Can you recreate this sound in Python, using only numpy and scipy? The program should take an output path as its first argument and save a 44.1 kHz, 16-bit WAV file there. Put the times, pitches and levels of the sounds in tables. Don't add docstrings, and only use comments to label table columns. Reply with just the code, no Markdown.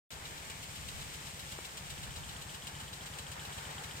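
import sys
import numpy as np
from scipy import signal
from scipy.fft import rfft, irfft, next_fast_len
from scipy.io import wavfile
from scipy.ndimage import map_coordinates

SR = 44100
rng = np.random.default_rng(int(sys.argv[2]) if len(sys.argv) > 2 else 0)


def unload_audio(sound):
    columns = np.transpose(np.atleast_2d(sound))
    steps = np.round(np.clip(columns, -1, 1) * 32767)
    wavfile.write(sys.argv[1], SR, steps.astype(np.int16))


N = 176400
NEAR_LAG_S, FAR_LAG_S = -.000408, -.00002

# start in seconds, spurt level in dB.
NEAR_STROKES = [(0.113, -59), (0.246, -64), (.370, -60), (.497, -45.5), (0.626, -46), (0.755, -48),
                (0.881, -45.5), (1.007, -55), (1.136, -48), (1.261, -51), (1.390, -48), (1.515, -43.5),
                (1.645, -45), (1.77, -42.5), (1.9, -44), (2.030, -47), (2.159, -46), (2.286, -51),
                (2.414, -45.5), (2.54, -48.5), (2.668, -41.5), (2.798, -46.5), (2.927, -47), (3.058, -46),
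                (3.184, -42), (3.314, -44.5), (3.446, -51), (3.574, -47), (3.702, -49), (3.833, -48),
                (3.962, -50)]
# time in seconds, clack level in dB.
FAR_TURN_LEVELS = [(.1, -57), (1.8, -49), (2.0, -38), (2.37, -37.5), (2.9, -39), (3.5, -36), (4, -37.5)]
# pitch in Hz, relative level in dB, seconds to fade by 60 dB.
NEAR_ARM_MODES = [(2930, -6.5, 0.058), (3160, -12, 0.06), (3950, 2, 0.039), (7900, -11, 0.043)]
FAR_ARM_MODES = [(3076, -4.5, 0.025), (3247, -3.5, 0.022), (3530, -1, 0.0071), (7550, -10, 0.022)]
# frequency in Hz, relative spectral density in dB.
SPURT_SPECTRUM = [(300, -40), (1500, -6), (2700, 4), (3200, 8), (3600, 0), (4000, 5), (4400, -3), (5000, 0),
                  (6200, -4.5), (7800, 4), (8900, 4), (10300, -14), (12000, -13), (15500, -7.5)]
SPLASH_SPECTRUM = [(300, -33), (1500, -14), (3000, 2.5), (4500, 1), (6200, -1), (7900, -1.5),
                   (10200, -13.5), (12000, -6.5), (15500, -11)]
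HISS_SPECTRUM = [(200, -39), (1200, -6), (3000, 2.5), (4500, -2), (6200, -3), (7600, 0), (8500, 0.5),
                 (9900, -12.5), (10700, -10), (12000, -9.5), (13300, -12), (14600, -10.5), (16000, -18)]
PATTER_SPECTRUM = [(100, -23.5), (300, -7.5), (480, -0.5), (630, -5), (830, 3.5), (1100, -0.5),
                   (1400, -0.5), (1800, 0.5), (2600, -12), (4000, -12), (9000, -38)]
DRUMMING_SPECTRUM = [(1200, 5), (1800, 3.5), (2250, 10.5), (2600, 2.5), (3300, -61), (6000, -31)]
DROP_SPECTRUM = [(150, -30), (250, -20), (340, 0.5), (600, -6), (1300, -12.5), (2000, -17), (3500, -29),
                 (8000, -49)]
WIND_SPECTRUM = [(15, -14), (35, -3), (65, 2.5), (110, -3), (200, -13), (400, -28.5), (1500, -54)]
LAND_SPECTRUM = [(40, -12), (150, 1), (330, -5.5), (600, -3.5), (1200, -13.5), (4000, -58)]
# time in seconds, level in dB.
HISS_LEVELS = [(.1, -50), (.55, -49), (.75, -48), (1.05, -48), (1.6, -48.5), (2.5, -50.5), (3.3, -50),
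               (4, -50)]
PATTER_LEVELS = [(.1, -55), (.44, -52), (.6, -55), (1.3, -54.5), (2.1, -53), (2.9, -52.5), (3.3, -51),
                 (3.68, -48.5), (4, -50.5)]
DRUMMING_LEVELS = [(.1, -59.5), (.45, -54), (.7, -58), (1.0, -56), (1.25, -58.5), (1.8, -60.5), (2.4, -65),
                   (4, -59)]
PUMP_LEVELS = [(.1, -54), (.33, -45.5), (.42, -53.5), (.52, -46.5), (1.55, -44.5), (1.61, -50), (1.76, -52),
               (1.82, -44.5), (3.0, -45), (4, -42.5)]
WIND_LEVELS = [(.1, -56.5), (.72, -60), (.88, -52), (1.05, -50.5), (1.14, -58.5), (1.7, -64), (1.88, -55),
               (2.01, -50), (2.2, -50), (2.4, -59.5), (4, -65)]
# seconds after the exhaust beat, pitch in Hz, half length in seconds,
# relative level in dB.
ENGINE_THUDS = [(-.0105, 193, 0.0033, -3.5), (0, 88.3, 0.0062, 2), (.025, 146.5, .011, -2.5),
                (.0455, 133, 0.0062, -4)]
# a multiple of the firing rate; in the second list, its level in dB.
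PIPE_ORDERS = [6, 14, 16, 18]
PIPE_LEVELS = [-61.5, -67.5, -67.5, -69.5]


def near_sprinkler(splash_db=-50.5, clack_db=-44.5, clack_delay_s=.008):
    spurt = water_noise(SPURT_SPECTRUM, per_s=4000, grain_db=-5, direct=0.68)
    spurt *= bursts(NEAR_STROKES, attack_s=0.0027, t60_s=0.078)
    splash = water_noise(SPLASH_SPECTRUM, per_s=3000, grain_db=4, direct=0.14)
    splash *= bursts([(s, splash_db) for s, _ in NEAR_STROKES], attack_s=0.0067, t60_s=0.12)
    landings = [(s + clack_delay_s, clack_db) for s, _ in NEAR_STROKES]
    arm = arm_clacks(landings, NEAR_ARM_MODES, scatter_db=3.5)
    return spurt + splash + placed(arm, NEAR_LAG_S) + foliage(arm, wet_db=-14, t60_s=0.073)


def far_sprinkler(first_s=.0465, period_s=.1288, splash_db=-15):
    times = np.arange(first_s, N / SR, period_s)
    strokes = list(zip(times, np.interp(times, *np.transpose(FAR_TURN_LEVELS))))
    arm = arm_clacks(strokes, FAR_ARM_MODES, scatter_db=-1)
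    splash = water_noise(SPURT_SPECTRUM, per_s=2000, grain_db=-13, direct=0.8, lag_s=FAR_LAG_S)
    splash *= bursts(strokes, attack_s=0.0035, t60_s=0.27)
    return placed(arm, FAR_LAG_S) + foliage(arm, wet_db=-11, t60_s=0.06) + amp(splash_db) * splash


def arm_clacks(strokes, modes, scatter_db, attack_s=0.00057, detune=0.0071):
    t, arm = np.arange(SR // 10) / SR, np.zeros(N)
    onset = 1 - np.exp(-t / attack_s)
    for s, db in strokes:
        for hz, mode_db, t60_s in modes:
            strength, mistuning = rng.standard_normal(2)
            ring = np.sin(2 * np.pi * hz * (1 + detune * mistuning) * t) * amp(-60 * t / t60_s)
            add(arm, s, amp(db + mode_db + scatter_db * strength) * ring * onset)
    return arm


def spray():
    hiss = water_noise(HISS_SPECTRUM, per_s=4000, grain_db=0, direct=.2)
    hiss *= amp(curve(HISS_LEVELS) + flutter(depth_db=0.89, per_s=25.1))
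    patter = water_noise(PATTER_SPECTRUM, per_s=500, grain_db=-4, direct=0.23)
    patter *= amp(curve(PATTER_LEVELS) + flutter(depth_db=1.23, per_s=30.2))
    drumming = water_noise(DRUMMING_SPECTRUM, per_s=700, grain_db=7.5, direct=0.73)
    drumming *= amp(curve(DRUMMING_LEVELS) + flutter(depth_db=0.57, per_s=14))
    return hiss + patter + drumming


def water_noise(spectrum, per_s, grain_db, direct, lag_s=NEAR_LAG_S):
    mist, sizes = rng.standard_normal((2, 3, N))
    impacts = sizes * (rng.random((3, N)) < per_s / SR)
    return coloured(spread(mist + amp(grain_db) * unit(impacts), direct, lag_s), spectrum)


def close_drop(at_s=1.5895, level_db=-31):
    impact = np.zeros(N)
    add(impact, at_s, np.ones(1))
    tap = coloured(impact, DROP_SPECTRUM)
    return tap / tap.max() * amp(level_db) * lean_left(db=5)


def pump(first_s=.0431, period_s=.0931, jitter_s=0.00076, scatter_db=1.07, low_cut_hz=52):
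    half_s = .04
    t, thuds = np.arange(-half_s, half_s, 1 / SR), np.zeros(N)
    for beat_s in np.arange(first_s, N / SR, period_s):
        start_s = beat_s + jitter_s * rng.standard_normal() - half_s
        for delay_s, hz, width_s, db in ENGINE_THUDS:
            thud = np.cos(2 * np.pi * hz * t) * np.exp(-(t / width_s) ** 2)
            add(thuds, start_s + delay_s, amp(db + scatter_db * rng.standard_normal()) * thud)
    thuds = filtered(thuds, lambda hz: 1 - np.exp(-(hz / low_cut_hz) ** 4))
    engine = amp(curve(PUMP_LEVELS)) * (thuds + foliage(thuds, wet_db=-25, t60_s=0.38))
    phase = 2 * np.pi * (np.arange(N) / SR - first_s) / period_s
    drone = sum(amp(db) * np.cos(order * phase) for order, db in zip(PIPE_ORDERS, PIPE_LEVELS))
    return (engine + drone) * lean_left(db=.6)


def wind(murmur_db=-60):
    gusts = coloured(spread(rng.standard_normal((3, N)), direct=0.36), WIND_SPECTRUM)
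    gusts *= amp(curve(WIND_LEVELS) + flutter(depth_db=0.3, per_s=11))
    murmur = coloured(spread(rng.standard_normal((3, N)), direct=1.0), LAND_SPECTRUM)
    return gusts + amp(murmur_db) * murmur


def foliage(x, wet_db, t60_s):
    t = np.arange(SR // 3) / SR
    tail = rng.standard_normal((2, len(t))) * amp(-60 * t / t60_s)
    tail /= np.linalg.norm(tail[0])
    return amp(wet_db) * signal.fftconvolve(x[None], tail, axes=1)[:, :N]


def spread(streams, direct, lag_s=0):
    return np.sqrt(direct) * placed(streams[0], lag_s) + np.sqrt(1 - direct) * streams[1:]


def placed(x, lag_s):
    return filtered(x, lambda hz: np.exp(1j * np.pi * hz * lag_s * np.array([[-1], [1]])))


def lean_left(db):
    return amp(db * np.array([[1], [-1]]))


def bursts(strokes, attack_s, t60_s):
    t, power = np.arange(SR // 3) / SR, np.zeros(N)
    shape = (1 - np.exp(-t / attack_s)) * amp(-60 * t / t60_s)
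    for s, db in strokes:
        add(power, s, (amp(db) * shape / shape.max()) ** 2)
    return np.sqrt(power)


def flutter(depth_db, per_s):
    return depth_db * map_coordinates(rng.standard_normal(4000), [np.arange(N) * per_s / SR], mode="wrap")


def curve(rows):
    return np.interp(np.arange(N) / SR, *np.transpose(rows))


def coloured(x, spectrum):
    points_hz, db = np.transpose(spectrum)
    return unit(filtered(x, lambda hz: amp(np.interp(np.log(hz + 1), np.log(points_hz), db))))


def filtered(x, response):
    size = next_fast_len(N + SR // 4)
    return irfft(rfft(x, size) * response(np.fft.rfftfreq(size, 1 / SR)), size)[..., :N]


def add(track, s, sound):
    i = int(np.clip(round(s * SR), 0, N))
    track[i:i + len(sound)] += sound[:N - i]


def amp(db):
    return 10 ** (np.asarray(db) / 20)


def unit(x):
    return x / np.sqrt(np.mean(x ** 2) + 1e-20)


def scene():
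    water = near_sprinkler() + far_sprinkler() + spray()
    return water * lean_left(db=1) + pump() + wind() + close_drop()


def record(dry):
    start_s, top_hz = .105, 15850
    return filtered(dry * (np.arange(N) / SR > start_s), lambda hz: hz < top_hz)


dry = scene()
out = record(dry)
unload_audio(out)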